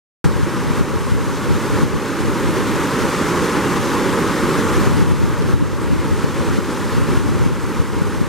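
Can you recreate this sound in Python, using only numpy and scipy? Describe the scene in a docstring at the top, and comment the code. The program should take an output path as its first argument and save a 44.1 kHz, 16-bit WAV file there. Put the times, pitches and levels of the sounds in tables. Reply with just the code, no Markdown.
"""Below a rock wall, beside shallow rapids: countless bubbles make a steady rush over the boulders.
Gusts buffet the two closely spaced ports of a camera microphone, nearly in opposite phase.
Each hard thump of wind makes the recorder's limiter duck the river, which then swells back.
One small tick sounds. The sound starts abruptly, and the recorder cuts a hollow into the midrange."""
import sys
import numpy as np
from scipy import signal
from scipy.fft import rfft, irfft
from scipy.io import wavfile
from scipy.ndimage import uniform_filter1d, minimum_filter1d

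SR = 44100
rng = np.random.default_rng(int(sys.argv[2]) if len(sys.argv) > 2 else 0)


def dump_mix(stems):
    """Bounce the given channels to the path in sys.argv[1] as a 16-bit WAV at rate SR."""
    frames = np.atleast_2d(stems).T  # one column per channel
    limited = np.clip(frames, -1, 1)  # hard clip at full scale
    pcm = np.round(limited * 32767).astype(np.int16)
    wavfile.write(sys.argv[1], SR, pcm)


N = 365148

# spectrum of the white water at the microphone: (frequency [Hz], relative level [dB])
WATER_SPECTRUM = [(30, -40), (70, -14), (130, -4.5), (250, .5), (400, 0), (560, -3.5), (1150, -7),
                  (1700, -13.5), (2500, -20.5), (4600, -27), (6300, -27.5), (9000, -32), (12000, -36.5),
                  (15500, -46.5)]


def gain_of(db):
    """Decibels to amplitude."""
    return 10 ** (np.asarray(db) / 20)


def unit_rms(x):
    """Scales to an rms of 1."""
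    return x / np.sqrt(np.mean(x ** 2) + 1e-20)


def at_hz(table, hz, column=1):
    """One column of a table, joined by straight lines over log frequency."""
    columns = np.transpose(table)
    return np.interp(np.log(hz + 1), np.log(columns[0] + 1), columns[column])


def coloured(x, spectrum):
    """Filters a sound by a spectrum table, at rms 1."""
    return unit_rms(irfft(rfft(x) * gain_of(at_hz(spectrum, np.fft.rfftfreq(N, 1 / SR))), N))


def wander(rate_hz):
    """A smooth random curve of rms 1 that moves up to about the given rate."""
    hz = np.fft.rfftfreq(N, 1 / SR)
    return unit_rms(irfft(rfft(rng.standard_normal(N)) * np.exp(-(hz / rate_hz) ** 2), N))


def patches(shape, frames, bins):
    """Random blobs over time and frequency, at rms 1."""
    smooth_in_time = uniform_filter1d(rng.standard_normal(shape), frames, axis=0)
    return unit_rms(uniform_filter1d(smooth_in_time, bins, axis=1))


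def white_water(surge_db=-0.4, splash_db=0.54, flicker_db=-0.54, frame=1024, hop=256):
    """Countless bubbles merge into a rush, with broad surges and brief splashes in it."""
    # the river at the two ports, which hear the same low roar but different spray:
    # (frequency [Hz], coherence [0-1], left phase lead [rad], left minus right [dB])
    ports = [(350, 1, 0.14, -2.5), (550, 0.97, 0.29, -1), (1100, 0.96, 0.14, 0.6), (2000, 0.95, 0.075, 0.8),
             (3000, 0.99, 0.02, 0.0), (4500, 0.88, 0.17, -0.4), (6500, 0.73, 0.38, -0.6),
             (9000, 0.43, 0.5, -0.8), (12000, 0.3, 0.98, -1.9), (15000, 0.28, 2.56, -2.0)]
    hz = np.fft.rfftfreq(frame, 1 / SR)
    coherence, lead, balance_db = (at_hz(ports, hz, column) for column in (1, 2, 3))
    shape = (N // hop + 5, len(hz))
    left, unrelated = rng.standard_normal((2, *shape)) + 1j * rng.standard_normal((2, *shape))
    right = (coherence * left + np.sqrt(1 - coherence ** 2) * unrelated) * np.exp(-1j * lead)
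    lean = gain_of(balance_db / 2)
    pair = np.array([left * lean, right / lean])
    mid_power = np.mean(abs(pair.mean(0)) ** 2, axis=0)
    pair /= np.sqrt(uniform_filter1d(mid_power, size=9))
    churn_db = surge_db * patches(shape, frames=22, bins=60)
    churn_db += splash_db * patches(shape, frames=6, bins=22)
    churn_db += flicker_db * patches((shape[0], 1), frames=4, bins=1)
    spectra = pair * gain_of(at_hz(WATER_SPECTRUM, hz) + churn_db)
    water = signal.istft(spectra.transpose(0, 2, 1), nperseg=frame, noverlap=frame - hop)[1][:, :N]
    return water / np.std(water.mean(0))


def bubbles(per_s=1500, spread_db=3.0, cycles=7, rise=0.0756, low_hz=450, high_hz=9000, pitches=36):
    """Bubbles nearer the microphone ring for a few cycles, rising in pitch as they reach the surface."""
    out = np.zeros((2, N))
    for hz in np.geomspace(low_hz, high_hz, pitches):
        age = np.arange(0, 5, hz / (cycles * SR))  # in decay times
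        envelope = np.exp(-age) * (1 - np.exp(-10 * age))
        ring = envelope * np.sin(2 * np.pi * cycles * age * (1 + rise * age / 2))
        when, faintness, side = rng.random((int(per_s / pitches * N / SR), 3)).T
        strength = gain_of(-spread_db * np.log(np.maximum(faintness, .01))) * hz
        births = np.zeros((2, N))
        births[:, (when * N).astype(int)] = strength * (1 + np.outer([1, -1], side - .5))
        out += signal.oaconvolve(births, ring[None], axes=1)[:, :N]
    return coloured(out, WATER_SPECTRUM)


def wind_force_db():
    """Each gust swells and dies as a bell curve; its power adds to that of the breeze."""
    # the breeze drops to a lull and picks up again: (time [s], level [dB])
    breeze = [(.25, -20.5), (1.15, -12), (1.4, -23), (2.1, -24), (2.6, -18), (2.85, -27.5), (3.5, -28),
              (3.85, -23.5), (4.3, -28), (4.7, -19), (5.05, -8.5), (5.75, -10), (6.15, -14.5), (6.7, -19),
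              (7.3, -10), (7.7, -14), (8.27, -11.5)]
    # separate gusts at the microphone: (peak time [s], length [s], level [dB])
    gusts = [(0.29, 0.051, -4.5), (0.416, 0.085, -6.5), (0.657, 0.11, -17), (1.305, 0.08, -14.5),
             (1.526, .07, -9), (1.735, 0.042, -9), (1.84, 0.06, -5.5), (1.95, .04, -9), (2.255, 0.069, -14),
             (2.475, .1, -13), (3.04, 0.04, -16), (4.875, 0.03, -20.5), (5.56, 0.086, -4),
             (5.93, 0.098, -9), (6.5, 0.11, -10), (6.98, 0.048, -17)]
    t = np.arange(N) / SR
    breeze_power = gain_of(np.interp(t, *np.transpose(breeze))) ** 2
    gust_power = sum((gain_of(db) * np.exp(-2 * ((t - s) / length) ** 2)) ** 2 for s, length, db in gusts)
    return 10 * np.log10(breeze_power + gust_power)


def wind_rumble(lumps_db=2.5, lumps_hz=28, knee_hz=260, brighten=0.87, bright_from_db=-10,
                bright_span_db=4, common_db=-15, left_db=0.6, ceiling=0.75):
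    """Turbulence hits the microphone in lumps; the stronger it blows, the brighter the rumble."""
    # wind rumble at the ports: (frequency [Hz], relative level [dB])
    rumble_spectrum = [(15, -22), (35, -9.5), (70, 1), (110, 1.5), (170, -2.5), (250, -12), (330, -10),
                       (450, -31), (600, -32), (1000, -55), (2500, -90)]
    lumps = unit_rms(gain_of(lumps_db * wander(lumps_hz)))
    force_db = wind_force_db() + 20 * np.log10(lumps)
    eddies = coloured(rng.standard_normal((2, N)), rumble_spectrum)
    large = signal.sosfiltfilt(signal.butter(2, knee_hz, fs=SR, output="sos"), eddies)
    small = (eddies - large) * gain_of(brighten * np.minimum(force_db - bright_from_db, bright_span_db))
    opposed, common = (large + small) * gain_of(force_db)
    flattened = ceiling * np.tanh(opposed / ceiling)
    port_gains = [gain_of(left_db), -gain_of(-left_db)]  # the left port takes a little more wind
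    return np.outer(port_gains, flattened) + gain_of(common_db) * common


def buffeted(turbulence, right_db=-2.5):
    """Each big eddy displaces the turbulence: one pressure swing pushes one port and pulls the other."""
    # eddies that thump the microphone: (time [s], peak at the left port [dB], pitch [Hz])
    thumps = [(.261, 5, 110), (0.433, 3, 110), (.71, .5, 130), (.811, 5.5, 179), (1.123, 4, 110),
              (1.51, 2, 140), (1.836, 3.5, 160), (3.054, -8, 140), (4.876, -1, 120), (5.028, 3.2, 130),
              (5.121, 4, 140), (5.241, 4.5, 120), (5.541, 7.5, 90), (5.626, 8, 211), (5.933, 5, 170),
              (6.244, 4.5, 170), (6.588, 3.5, 220), (6.984, 2.5, 160), (7.176, 3.5, 100), (7.29, 1, 200),
              (7.464, 6.4, 200), (7.802, 6, 100), (8.02, 5.3, 150), (8.216, 6, 179)]
    out, t = turbulence.copy(), np.arange(N) / SR
    for s, db, hz in thumps:
        near = abs(t - s) < 2 / hz
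        phase = np.pi * hz * (t[near] - s)
        swing = gain_of(db) * (1 - 2 * phase ** 2) * np.exp(-phase ** 2)
        out[:, near] *= 1 - np.exp(-(phase / 2) ** 2)
        out[:, near] += np.outer([1, -gain_of(right_db)], swing)
    return out


def tick(at_s=5.4233, peak_db=-3, decay_s=0.00059, left_db=-5):
    """A sudden step that dies at once, stronger on the right."""
    age = np.arange(N) / SR - at_s
    step = gain_of(peak_db) * (age >= 0) * np.exp(-abs(age) / decay_s)
    return np.outer([gain_of(left_db), -1], step)


def limiter(x, threshold_db=-2, attack_s=0.0078, recovery_per_s=.41):
    """A high peak pulls the gain down, which then creeps back: the river ducks after each hard thump."""
    peak = abs(x).max(0)
    allowed = gain_of(threshold_db) / np.maximum(peak, gain_of(threshold_db))
    climb = recovery_per_s * np.arange(N) / SR
    duck = 1 - (np.minimum.accumulate(allowed - climb) + climb)
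    lag = np.exp(-1 / (attack_s * SR))
    eased_duck = signal.lfilter([1 - lag], [1, -lag], duck)
    gain = np.minimum(1 - eased_duck, 1 / np.maximum(peak, 1))  # overshoot is caught at full scale
    return x * uniform_filter1d(minimum_filter1d(gain, size=257), size=257)


def scene(water_db=-16.5, bubbles_db=-30.0):
    """The steady river, wind right on the microphone and one tick."""
    river = gain_of(water_db) * white_water() + gain_of(bubbles_db) * bubbles()
    return river + buffeted(wind_rumble()) + tick()


def record(dry, notch_hz=690, notch_width_hz=390, notch_db=-20, start_s=.2425, top_hz=15800):
    """The recorder notches the midrange, starts abruptly, limits the peaks and cuts the top treble."""
    notched = signal.lfilter(*signal.iirnotch(notch_hz, notch_hz / notch_width_hz, fs=SR), dry)
    hollow = notched + gain_of(notch_db) * (dry - notched)
    rolling = np.arange(N) >= start_s * SR
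    low_pass = signal.firwin(511, top_hz, window=("kaiser", 9), fs=SR)
    return signal.oaconvolve(limiter(hollow * rolling), low_pass[None], "same")


dry = scene()
out = record(dry)
dump_mix(out)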